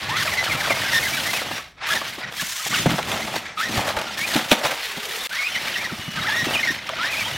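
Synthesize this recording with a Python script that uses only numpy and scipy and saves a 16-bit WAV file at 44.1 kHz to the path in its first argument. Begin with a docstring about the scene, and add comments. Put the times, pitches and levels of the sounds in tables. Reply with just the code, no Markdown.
"""Indoors, close to a phone, a small toy crawler climbs a hollow model rock.
Plastic gears rattle as filtered random impacts and sing in short tones gliding at the tooth rate.
Knobbly tyres rumble and knock, exciting damped resonances of the hollow shell and the chassis.
A diffuse room tail and a faint noise of air lie behind; the level dips once for a moment."""
import sys
import numpy as np
from scipy import signal
from scipy.fft import rfft, irfft
from scipy.io import wavfile
from scipy.ndimage import uniform_filter1d

SR = 44100
rng = np.random.default_rng(int(sys.argv[2]) if len(sys.argv) > 2 else 0)


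def voltage_ratio(decibels):
    """Convert decibels (scalar or array-like) to amplitude ratios, 20 dB per decade."""
    exponent = np.asarray(decibels, float) / 20
    return 10 ** exponent


def wav_out(sig):
    """Save sig, one row per channel (or a flat mono array), as 16-bit PCM at SR to the path in sys.argv[1]."""
    wavfile.write(sys.argv[1], SR, np.round(np.clip(np.atleast_2d(sig).T, -1, 1) * 32767).astype(np.int16))


N = 325325

# harmonics of a tooth-rate tone: multiple, relative_db
OVERTONES = [(1, 0), (2, -2), (3, -2)]
# resonances of the hollow shell: centre_hz, width_hz, relative_db
SHELL_MODES = [(170, 85, -5), (222.5, 42, 3), (314, 146, -2)]
# resonances of the chassis: centre_hz, width_hz, relative_db
CHASSIS_MODES = [(413, 113, -7), (540, 108, 3), (707, 320, 1.5), (884, 150, 4), (1235, 650, -6)]


def level(x, db):
    """Normalisation: scales a signal to a given rms level."""
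    return x * voltage_ratio(db) / np.sqrt(np.mean(x ** 2))


def colour(x, points):
    """Minimum-phase filtering: a folded cepstrum makes a causal filter from (Hz, dB) points."""
    hz, db = np.transpose(points)
    bin_hz = np.arange(1025) * SR / 2048
    log_gain = np.interp(np.log(bin_hz + 1), np.log(hz), db) * np.log(10) / 20
    cepstrum = irfft(log_gain)
    cepstrum[1:1024] *= 2
    cepstrum[1025:] = 0
    impulse = irfft(np.exp(rfft(cepstrum)))
    return signal.fftconvolve(x, impulse)[:len(x)]


def ring(x, modes):
    """Modal superposition: damped resonances in parallel, with alternating sign."""
    out = 0
    for k, (hz, width_hz, db) in enumerate(modes):
        resonator = signal.iirpeak(hz, hz / width_hz, SR)
        out = out + (-1) ** k * voltage_ratio(db) * signal.lfilter(*resonator, x)
    return out


def walk(rate_hz):
    """Band-limited fluctuation: held random levels, smoothed twice, with a spread near 1."""
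    hold = int(SR / rate_hz)
    steps = np.repeat(rng.standard_normal(N // hold + 1), hold)
    return 1.3 * uniform_filter1d(uniform_filter1d(steps, hold), hold)[:N]


def grains(rate_hz, spread_db):
    """Shot noise: random tiny impacts, a few much harder than the rest."""
    hit = rng.random(N) < rate_hz / SR
    return hit * rng.standard_normal(N) * voltage_ratio(spread_db * rng.exponential(size=N))


def gears(box_db, pinion_db, hiss_db):
    """Impact excitation: loose teeth tick and rasp, brushes hiss, and the same jolts shake all."""
    # spectra of housing, pinion, rasp and brushes: frequency_hz, relative_db
    box_curve = [(250, -73.5), (560, -24), (900, -8), (1300, -5.5), (1470, -3), (1990, 0.5), (2700, -5),
                 (3510, -33), (5940, -120)]
    pinion_curve = [(700, -64), (1590, -29), (2700, 1), (3580, -1), (4920, -9), (5460, -10), (8000, -25),
                    (10400, -28), (17600, -120)]
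    rasp_curve = [(3500, -30), (5000, -5), (5700, 0), (7000, -2), (8500, -6), (10500, -26)]
    hiss_curve = [(500, -50), (2000, -14), (4120, 1.5), (7000, 0.5), (7750, -1.5), (12800, -3), (14900, -6),
                  (15700, -6.5)]
    # swelling and fading of the gritty rasp: time_s, db_over_pinion_ticks
    rasp_swell = [(0, -16), (2.3, -20), (2.5, 0), (2.65, -2.5), (2.8, -10), (4.4, -14), (5.3, -29),
                  (6.15, -12), (6.3, -27), (6.72, -18), (6.85, -31), (7.38, -15)]

    jolt_db = 0.5 * walk(30) + 2.0 * walk(110)
    ticks = grains(9000, 0.98)
    box_chirps = voltage_ratio(-5.5) * chirps(count=450, low_hz=1099.0, high_hz=2739)
    box = level(colour(ticks, box_curve), 0) + box_chirps
    pinion_chirps = voltage_ratio(-7.0) * chirps(count=900, low_hz=2700, high_hz=6516)
    rasp_db = np.interp(np.arange(N) / SR, *np.transpose(rasp_swell)) + walk(40)
    rasp = level(colour(grains(5000, 1.3), rasp_curve), 0) * voltage_ratio(rasp_db)
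    pinion = level(colour(ticks, pinion_curve), 0) + pinion_chirps + rasp
    hiss = level(colour(grains(12000, 0.93), hiss_curve), 0) * voltage_ratio(1.03 * walk(27))
    rattle = box * voltage_ratio(box_db - 5.0) + pinion * voltage_ratio(pinion_db - 1.5)
    return voltage_ratio(jolt_db) * (rattle + hiss * voltage_ratio(hiss_db + 3.0))


def chirps(count, low_hz, high_hz):
    """Frequency modulation: loose gear pairs catch briefly, giving short, mostly falling tones."""
    out = np.zeros(N + SR)
    for when, pitch, length, bend in rng.random((count, 4)):
        u = np.linspace(0, 1, int((0.01 + 0.022 * length) * SR))
        start_hz = low_hz * (high_hz / low_hz) ** pitch
        hz = start_hz * (1 + (0.355 * bend - .25) * u)
        i = int(when * N)
        out[i:i + len(u)] += np.sin(np.pi * u) * np.sin(2 * np.pi * np.cumsum(hz) / SR)
    return level(out[:N], 0)


def whine():
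    """Source and filter: gear glides, tread hum and a steady tone pass through the housing."""
    # what the case lets out: frequency_hz, gain_db
    housing = [(2800, 0), (3750, 0), (4800, -10), (5500, -1), (6400, -14)]
    wobble = .01 * walk(80) + .015 * walk(200)
    # complex noise frays each harmonic, faster for the higher ones
    rough = np.array([.36 * (walk(170 * k ** 2) + 1j * walk(170 * k ** 2)) for k, _ in OVERTONES])
    tones = gear_glides(wobble, rough) + tread_hum(wobble, rough) + strain_tone(wobble, rough)
    return colour(tones, housing)


def gear_glides(wobble, rough):
    """Tooth-meshing frequency: pitch rises as a motor spins up and falls as it loads."""
    # glides, levels ahead of the housing: start_s, length_s, from_hz, to_hz, level_db
    glides = [(0.087, 0.062, 800, 1240, -26.5), (0.137, 0.042, 1146, 1360, -26),
              (0.532, 0.08, 2310, 2350, -31), (0.274, 0.018, 2660, 2250, -25),
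              (0.342, 0.03, 1850, 2150, -34), (0.105, 0.074, 1750, 2080, -26),
              (0.163, 0.022, 2110, 2100, -27), (0.189, 0.017, 2060, 1860, -23.5),
              (0.201, 0.03, 2064, 1500, -23), (0.252, 0.051, 1820, 992, -27.5),
              (0.268, 0.023, 2280, 1880, -30), (0.313, 0.029, 2400, 1840, -22.5),
              (0.371, 0.044, 2175, 1960, -20.5), (0.409, 0.023, 1995, 2040, -27),
              (0.464, 0.022, 1834, 1290, -22.5), (0.497, 0.038, 2415, 2023, -22),
              (0.534, 0.027, 1500, 1280, -24), (0.601, 0.021, 2334, 1500, -21.5),
              (0.65, 0.03, 1644, 1000, -26), (0.695, 0.034, 2450, 2036, -19.5),
              (0.728, 0.04, 2040, 2210, -32), (0.814, 0.038, 1884, 1540, -30),
              (0.851, 0.022, 1500, 1680, -24), (0.877, 0.046, 1640, 1430, -31),
              (0.865, 0.04, 2260, 1850, -28), (0.93, 0.064, 1860, 1803, -17.5),
              (1.022, 0.05, 2150, 2030, -24.5), (1.064, 0.03, 1720, 1525, -26),
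              (1.122, 0.041, 2230, 2370, -27), (1.167, 0.029, 1730, 1520, -27),
              (1.253, 0.056, 1880, 2105, -23), (1.333, 0.036, 2590, 2480, -26.5),
              (1.372, 0.027, 2540, 2050, -28), (1.818, 0.042, 700, 1005, -39),
              (1.886, 0.029, 1160, 1400, -25), (1.901, 0.037, 1677, 1677, -20.5),
              (1.956, 0.024, 2060, 1675, -22.5), (2.394, 0.016, 1670, 1710, -26),
              (2.373, 0.023, 3300, 3180, -33), (2.713, 0.018, 2025, 2200, -26.5),
              (2.725, 0.015, 1040, 1310, -24.5), (2.736, 0.017, 1556, 1390, -23),
              (2.752, 0.02, 1300, 1086, -26), (2.741, 0.036, 3030, 2220, -23),
              (2.88, 0.021, 2040, 2130, -24.5), (3.217, 0.017, 2010, 2110, -24.5),
              (3.665, 0.032, 2000, 1800, -31), (3.571, 0.047, 1263, 1332, -24),
              (3.609, 0.025, 1360, 1800, -23.5), (3.626, 0.038, 1790, 1890, -22),
              (4.063, 0.04, 1393, 1337, -29), (4.171, 0.051, 1740, 1900, -29.5),
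              (4.212, 0.048, 2150, 2530, -22), (5.2, 0.023, 3600, 3600, -27),
              (5.226, 0.039, 3820, 3570, -27), (5.308, 0.083, 1433, 2200, -29),
              (5.386, 0.056, 2130, 2230, -24.5), (5.431, 0.049, 2350, 2550, -23.5),
              (5.468, 0.039, 2580, 3100, -29), (5.519, 0.06, 3130, 3020, -32),
              (5.551, 0.019, 2324, 1850, -22), (5.568, 0.022, 1860, 2320, -23),
              (5.621, 0.044, 2860, 2640, -32.5), (5.671, 0.016, 2350, 2200, -27),
              (5.739, 0.026, 3110, 2500, -26.5), (5.754, 0.019, 1936, 1760, -25),
              (5.77, 0.033, 1780, 2240, -29), (5.8, 0.032, 2170, 2400, -27),
              (5.833, 0.036, 2220, 1796, -27), (5.889, 0.032, 1570, 1250, -32.5),
              (5.921, 0.013, 1990, 1700, -32), (2.232, 0.022, 2040, 1850, -31.5),
              (6.167, 0.035, 1164, 1350, -30.5), (6.168, 0.025, 1570, 1495, -27.5),
              (6.193, .014, 2170, 2080, -30), (6.213, 0.023, 3760, 3800, -29),
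              (6.222, .016, 1850, 1730, -26), (4.422, 0.032, 3400, 3680, -32),
              (6.242, 0.033, 1147, 1870, -27.5), (6.27, 0.049, 1900, 1670, -23.5),
              (6.315, 0.042, 1714, 1890, -21), (6.36, 0.071, 1923, 1864, -21),
              (6.429, 0.067, 1880, 1920, -35), (6.463, 0.05, 2730, 2660, -28),
              (6.534, 0.025, 3150, 2650, -22), (6.553, 0.02, 2540, 2340, -20.5),
              (6.576, 0.028, 2510, 2440, -22.5), (6.57, 0.035, 2850, 3020, -28),
              (6.593, 0.025, 1855, 1820, -22), (6.629, 0.024, 2170, 2020, -21),
              (6.648, 0.022, 2040, 2240, -22), (6.671, 0.045, 1920, 1836, -20.5),
              (6.28, 0.024, 820, 964, -26.5), (7.256, 0.031, 800, 1050, -29),
              (6.885, 0.017, 1285, 1150, -27), (6.922, 0.02, 664, 630, -28), (6.965, 0.03, 1390, 1500, -31),
              (6.986, 0.064, 1219, 1578, -23.5), (7.026, 0.046, 1520, 1980, -27),
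              (7.084, 0.046, 2430, 2650, -30), (7.123, 0.033, 2660, 2140, -25.5),
              (7.063, 0.047, 1890, 2055, -28), (7.161, 0.042, 2330, 2710, -27),
              (7.185, 0.043, 2420, 2330, -26.5), (7.24, 0.042, 3000, 3170, -27.5)]
    db_per_octave = 2  # faster teeth sing louder
    out = np.zeros(N)
    for start, length, from_hz, to_hz, db in glides:
        # a loaded motor drops fast, then settles
        halfway = .62 if to_hz < from_hz else .5
        half_hz = from_hz + (to_hz - from_hz) * halfway
        # a freely climbing pitch keeps half of the wobble and fraying
        loose = .5 if to_hz > 1.1 * from_hz else 1
        swing_db = db_per_octave * np.log2(to_hz / from_hz) / 2
        times = start + length * np.array([0, .5, 1])
        levels_db = [db - swing_db, db, db + swing_db]
        out += sing(times, [from_hz, half_hz, to_hz], levels_db, loose * wobble, loose * rough)
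    return out


def tread_hum(wobble, rough):
    """Periodic contact: tread knobs hum over the flat floor at their passing rate."""
    # rolling hum, levels ahead of the housing: time_s, knob_rate_hz, level_db
    roll = [(4.535, 540, -37), (4.63, 560, -33.5), (4.72, 540, -37), (4.772, 500, -57), (4.949, 420, -46),
            (5.101, 430, -42), (5.27, 504, -43)]
    return sing(*np.transpose(roll), 3 * wobble, 2 * rough)


def strain_tone(wobble, rough):
    """Near-constant periodicity: a thin steady tone, perhaps the motor straining on the rock."""
    # steady tones, levels ahead of the housing: start_s, end_s, pitch_hz, level_db
    strains = [(6.004, 6.193, 2930, -39.5), (7.331, 7.37, 2930, -32)]
    out = np.zeros(N)
    for start, end, hz, db in strains:
        out += sing([start, end], [hz, hz], [db, db], .1 * wobble, .3 * rough)
    return out


def sing(s, hz, db, wobble, rough):
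    """Amplitude and phase modulation: speed wobbles, an off-centre pinion throbs, wear frays."""
    pinion_teeth, fade_s = 9, 0.0032
    i = np.arange(int(s[0] * SR), min(int(s[-1] * SR), N))
    phase = 2 * np.pi * np.cumsum(np.interp(i / SR, s, hz) * (1 + wobble[i])) / SR
    fade = np.clip(np.minimum(i - i[0], i[-1] - i) / SR / fade_s, 0, 1)
    throb = 1 + .3 * np.cos(phase / pinion_teeth)  # once a turn
    tone = 0
    for k, over_db in OVERTONES:
        frayed = 1 / k ** 3 + rough[k - 1, i]
        tone = tone + voltage_ratio(over_db) * np.real(frayed * np.exp(1j * k * phase))
    out = np.zeros(N)
    out[i] = voltage_ratio(np.interp(i / SR, s, db)) * fade * throb * tone
    return out


def tyres(boom_db, rumble_db, patter_db):
    """Forced resonance: tread knobs drum the ground and shell and patter through the chassis."""
    # resonances of the ground: centre_hz, width_hz, relative_db
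    ground = [(50, 34, -10.5), (90, 33, -1), (138.5, 43, 0)]
    knobs = grains(700, 1.2) * voltage_ratio(1.9 * walk(25))
    small_knobs = grains(1500, 1.73) * voltage_ratio(2.0 * walk(25))
    # a second, broad resonance shapes each layer
    boom = ring(ring(knobs, ground), [(98, 360, 0)])
    rumble = ring(ring(knobs, SHELL_MODES), [(221, 215, 0)])
    patter = ring(ring(small_knobs, CHASSIS_MODES), [(766, 2200, 0)])
    drumming = level(boom, 0) * voltage_ratio(boom_db) + level(rumble, 0) * voltage_ratio(rumble_db)
    return drumming + level(patter, 0) * voltage_ratio(patter_db)


def knocks():
    """Contact stiffness: a hard blow cracks, a middling one chatters, a soft one rings the shell."""
    # tyres and chassis striking the shell:
    # time_s, relative_force_db, hardness (0 rubber, 1 plastic edge), tyre_bounce_hz
    strikes = [(0.457, -14.5, 0.85, 203), (0.703, -14.5, 0.51, 268), (1.333, -10.5, 0.9, 390),
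               (1.413, -22.5, 0.51, 266), (1.509, -22, 0.45, 270), (1.778, -58, 0.93, 102),
               (1.817, -37, 0.83, 215), (1.937, -15, 1, 382), (2.013, -23, 0.51, 314),
               (2.18, -26, 0.34, 345), (2.324, -24, 0.99, 200), (2.372, -27, 0.94, 205),
               (2.419, -23, 0.94, 200), (2.422, -28, 0.18, 155), (2.658, -22, 0.56, 153),
               (2.72, -22.5, 0.32, 178), (2.859, -8, 0.3, 606), (2.864, -11, 0.11, 153),
               (2.891, -23.5, 0.01, 170), (2.915, -17, 0.19, 240), (2.938, -21.5, 0.12, 170),
               (2.981, -12, 0.66, 347), (2.989, -15, 0.71, 347), (3.028, -17.5, 1, 200),
               (3.116, -10.5, 0.93, 200), (3.272, -23, 0.48, 177), (3.336, -19.5, 0.58, 210),
               (3.578, -41, 1, 366), (3.693, -31, 0, 238), (3.775, -15, 0.35, 76), (3.807, -14, 0.83, 202),
               (3.889, -10, 0.89, 258), (3.966, -10, 0.72, 75.4), (3.988, -15.5, 0.73, 200),
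               (4.014, -16, 0.89, 200), (4.347, -11, 0.92, 200), (4.356, -16.5, 0.098, 270),
               (4.357, -11.5, 0.76, 278), (4.363, -6, 0.92, 200), (4.369, -20.5, 0.22, 239),
               (4.387, -22.5, .5, 300), (4.509, -15, 0.93, 400), (4.518, -15, 0.11, 257),
               (4.518, -10.5, 0.11, 516), (4.514, 4, 0.95, 232), (4.528, -12, 0.64, 399),
               (4.546, -30, 0.13, 500), (4.648, -10.5, 0.66, 145), (4.663, -13, 1, 186),
               (4.715, -12.5, 0.84, 316), (4.972, -23, 0.32, 202), (5.922, -29, 0.008, 200),
               (5.99, -36, 0, 104), (6.08, -29.5, 0.011, 158), (6.171, -25.5, 0.18, 149),
               (6.203, -28, 0.096, 152), (6.428, -25.5, 0.16, 151), (6.468, -21, 0.16, 332),
               (6.55, -20, 0.67, 129), (6.648, -34, .5, 300), (6.704, -29, 0.073, 287),
               (6.891, -11.5, 0.87, 110)]
    # spectrum of cracking plastic: frequency_hz, relative_db
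    crack_curve = [(710, -14), (1200, -1.5), (2130, -5.5), (2450, 1.5), (3660, -1.5), (4960, -13),
                   (7570, -15), (16000, -26)]
    contact_db = 36  # each part fades by this much a unit of hardness away from its own
    t = np.arange(int(.08 * SR)) / SR
    out = np.zeros(N + len(t))
    noises = rng.standard_normal((len(strikes), 2, len(t)))
    for (s, force_db, hard, bounce_hz), noise in zip(strikes, noises):
        mismatch = abs(np.clip(hard, 0, 1) - np.array([0, .5, 1]))
        thud_db, clack_db, crack_db = force_db - contact_db * mismatch
        bounce = np.sin(2 * np.pi * bounce_hz * t) * t * np.exp(-t * bounce_hz / 0.38)
        thud = bounce + voltage_ratio(11) * ring(bounce, SHELL_MODES)
        clack = ring(t * np.exp(-t / 0.0041) * noise[0], CHASSIS_MODES)
        # more forceful blows crack for longer
        decay_s = 0.0012 + 0.004 * voltage_ratio(force_db)
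        crack_envelope = (1 - np.exp(-t / 0.00054)) * np.exp(-t / decay_s)
        crack = colour(crack_envelope * noise[1], crack_curve)
        blow = level(thud, thud_db - 5.5) + level(clack, clack_db - 11.5) + level(crack, crack_db - 20.0)
        out[int(s * SR):int(s * SR) + len(t)] += blow
    return out[:N]


def controls(t):
    """Common drive: the strongest stretch of throttle rules each layer; ground and lurches add."""
    # steady throttle: up_to_speed_s, throttle_off_s, start_rattle_db, end_rattle_db, brightness_db
    runs = [(0.001, 0.186, -34.5, -26, -2.5), (0.2, 0.93, -29.5, -28, 0.5), (0.902, 1.384, -30, -29.5, 3),
            (1.397, 1.566, -32.5, -32.5, 0), (1.783, 1.81, -50, -46, -23), (1.821, 1.859, -36.5, -28, -18),
            (1.874, 1.967, -32.5, -32.5, 2), (2.038, 2.2, -32, -39, -1), (2.21, 2.287, -35.5, -39, -18),
            (2.324, 2.37, -34.5, -43, 1.5), (2.369, 2.698, -35, -33, 4), (2.708, 3.07, -28, -36.5, 0.5),
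            (3.075, 3.386, -33, -34, 1), (3.406, 3.508, -37.5, -39, -17), (3.583, 3.891, -31.5, -34, 0.5),
            (3.954, 4.148, -40.5, -33.5, -1.5), (4.18, 4.425, -31, -32.5, 1.5),
            (4.443, 4.626, -32.5, -37.5, 0.5), (4.639, 4.995, -33, -33.5, 0),
            (4.992, 5.265, -34.5, -30.5, 2), (5.322, 5.862, -31.5, -33, -0.5),
            (5.888, 6.15, -35.5, -36.5, -0.5), (6.156, 6.36, -32, -28, -2.5),
            (6.33, 6.722, -30, -30.5, 0.5), (6.746, 6.896, -32, -42, -4.5), (6.87, 7.072, -36.5, -28.5, -4),
            (7.112, 7.38, -29.5, -33.5, 0.5)]
    # how each layer follows the motor:
    # db_over_rattle, db_lost_per_db_of_lost_speed, db_gained_per_db_of_brightness
    follow = {"box": (2.1, 0.82, -0.22), "pinion": (0.05, 0.88, 0.064), "hiss": (-10, 1.03, 1.59),
              "boom": (-15.5, 0.39, -0.077), "rumble": (-11, 0.95, 0.059), "patter": (-7, 0.63, -0.18)}
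    # ground under the wheels: time_s, tread_bite_db, hollowness_db
    surface = [(0.0, -2, 10), (0.7, 3.5, -0.5), (1.1, 3.5, 0), (1.5, 2, -1), (1.9, -3.5, -5.5), (2.3, 1, 2),
               (2.46, -4, -2), (2.64, -11, -11), (2.7, -5, 6), (2.9, 6, 2), (3.3, 6, -3), (3.6, -3.5, -3),
               (3.72, -1, 6), (3.93, 8, -10.5), (4.1, 1.5, -3), (4.4, 4.5, -5), (4.72, -2.5, -14.5),
               (5.45, -4, -12), (5.6, -0.5, -0.5), (5.85, 3.5, -7), (6.1, -4, 11), (6.45, -1.5, -2),
               (6.8, -1.5, 5.5), (7.05, -1.5, -4), (7.38, 3, 8.5)]
    # lurches over bumps: time_s, half_length_s, gears_db, treads_db
    lurches = [(0.464, 0.013, 2, -11), (0.712, 0.016, -2, 4.5), (0.955, 0.029, 5.5, -0.5),
               (1.904, 0.035, 2, 3), (1.956, 0.041, 4, 12.5), (2.406, 0.028, 6, 0),
               (2.768, 0.038, 3.5, -0.5), (2.915, 0.068, 2, 4), (3.134, 0.061, 1, 6.5),
               (3.364, 0.01, 9, 14.5), (3.784, 0.046, 3.5, 12.5), (3.888, 0.044, 3.5, 7.5),
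               (3.987, 0.058, 3.5, 10), (4.356, 0.051, 7, 0.5), (4.526, 0.015, 14.5, 12),
               (4.655, 0.034, 10, 15.5), (4.85, 0.03, 2, -3), (5.126, 0.016, 3, -1),
               (4.726, 0.035, 3.5, 12.5), (5.559, 0.017, 2.5, 5.5), (6.507, 0.076, 0, 7.5)]
    # shell resonance, varying with its thickness along the way: time_s, rumble_gain_db
    shell_gain = [(0.0, -9), (1.9, 0), (2.3, -3), (4.6, 1.5), (7.0, -2), (7.38, -10)]
    spin_up_db_per_s, coast_db_per_s = 794, 179
    boom_per_hollow, rumble_per_hollow = 0.91, 0.75

    on, off, start_db, end_db, bright_db = np.transpose(runs)[:, :, None]
    rattle_db = start_db + (end_db - start_db) * np.clip((t - on) / (off - on), 0, 1)
    lost_db = spin_up_db_per_s * np.maximum(on - t, 0) + coast_db_per_s * np.maximum(t - off, 0)
    db = {}
    for layer, (over, slow, tilt) in follow.items():
        db[layer] = np.max(rattle_db + over - slow * lost_db + tilt * bright_db, axis=0)

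    s, bite_db, hollow_db = np.transpose(surface)
    bite_db, hollow_db = np.interp(t, s, bite_db), np.interp(t, s, hollow_db)
    s, half, gear_db, tread_db = np.transpose(lurches)[:, :, None]
    bump = np.exp(-((t - s) / half) ** 2)
    gear_db = (gear_db * bump).sum(axis=0)
    tread_db = bite_db + (tread_db * bump).sum(axis=0)

    boom_db = db["boom"] + tread_db + boom_per_hollow * hollow_db
    rumble_db = db["rumble"] + tread_db + rumble_per_hollow * hollow_db
    rumble_db = rumble_db + np.interp(t, *np.transpose(shell_gain))
    gear_levels = [db[layer] + gear_db for layer in ("box", "pinion", "hiss")]
    return gear_levels, [boom_db, rumble_db, db["patter"] + tread_db]


def room(x):
    """Diffuse reverberation: a short, dull, exponentially decaying tail from floor and walls."""
    t60_s, tail_db, delay_s = .45, -16, .006
    t = np.arange(int(.4 * SR)) / SR
    decay = np.exp(-np.log(1000) * t / t60_s) * (t > delay_s)
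    tail = ring(rng.standard_normal(len(t)) * decay, [(1500, 7000, 0)])
    return signal.fftconvolve(x, voltage_ratio(tail_db) * tail / np.linalg.norm(tail))[:N]


def air():
    """Stationary noise: filtered white noise gives the faint background."""
    # spectrum of the air: frequency_hz, relative_db
    air_curve = [(15, -57), (25, 0), (97, 3.5), (129, -15), (157, -1), (770, -18), (1110, -48), (2120, -25),
                 (8000, -63), (10400, -80), (17600, -120)]
    return level(colour(rng.standard_normal(N), air_curve), -56.5)


def scene():
    """Superposition: crawler, room and air add to a middle signal, with a faint side signal."""
    # brief dip in level: start_s, end_s, gain_db
    dip_start, dip_end, dip_db = (5.272, 5.293, -24)
    t = np.arange(N) / SR
    coarse_t = np.arange(0, N / SR, .001)
    gear_db, tyre_db = ([np.interp(t, coarse_t, db) for db in group] for group in controls(coarse_t))
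    crawler = gears(*gear_db) + tyres(*tyre_db) + knocks()
    song = whine()
    mid = crawler + song + room(crawler + .5 * song) + air()
    mid = mid * voltage_ratio(dip_db * ((t > dip_start) & (t < dip_end)))
    # a faint, patchy side signal, mostly treble with a little lowest bass
    side_curve = [(30, -27), (70, -39), (130, -48), (1000, -42.0), (2000, -47.0),
                  (5000, -31.5), (9000, -18.5), (14000, -15.0)]
    side = colour(np.roll(mid, 700) * voltage_ratio(7.4 * walk(25)), side_curve)
    return np.array([mid + side, mid - side])


def top_cut(x):
    """Nothing passes above the cut-off."""
    return signal.sosfilt(signal.butter(12, 16890, fs=SR, output="sos"), x)


def record(dry):
    """Saturation and low-pass filtering: the phone rounds the loudest peaks and cuts the top."""
    top_hz = 15800
    rounded = np.tanh(1.08 * dry) / 1.08
    low_pass = signal.ellip(10, .2, 80, top_hz, fs=SR, output="sos")
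    finished = signal.sosfilt(low_pass, rounded)
    return top_cut(finished)


dry = scene()
out = record(dry)
wav_out(out)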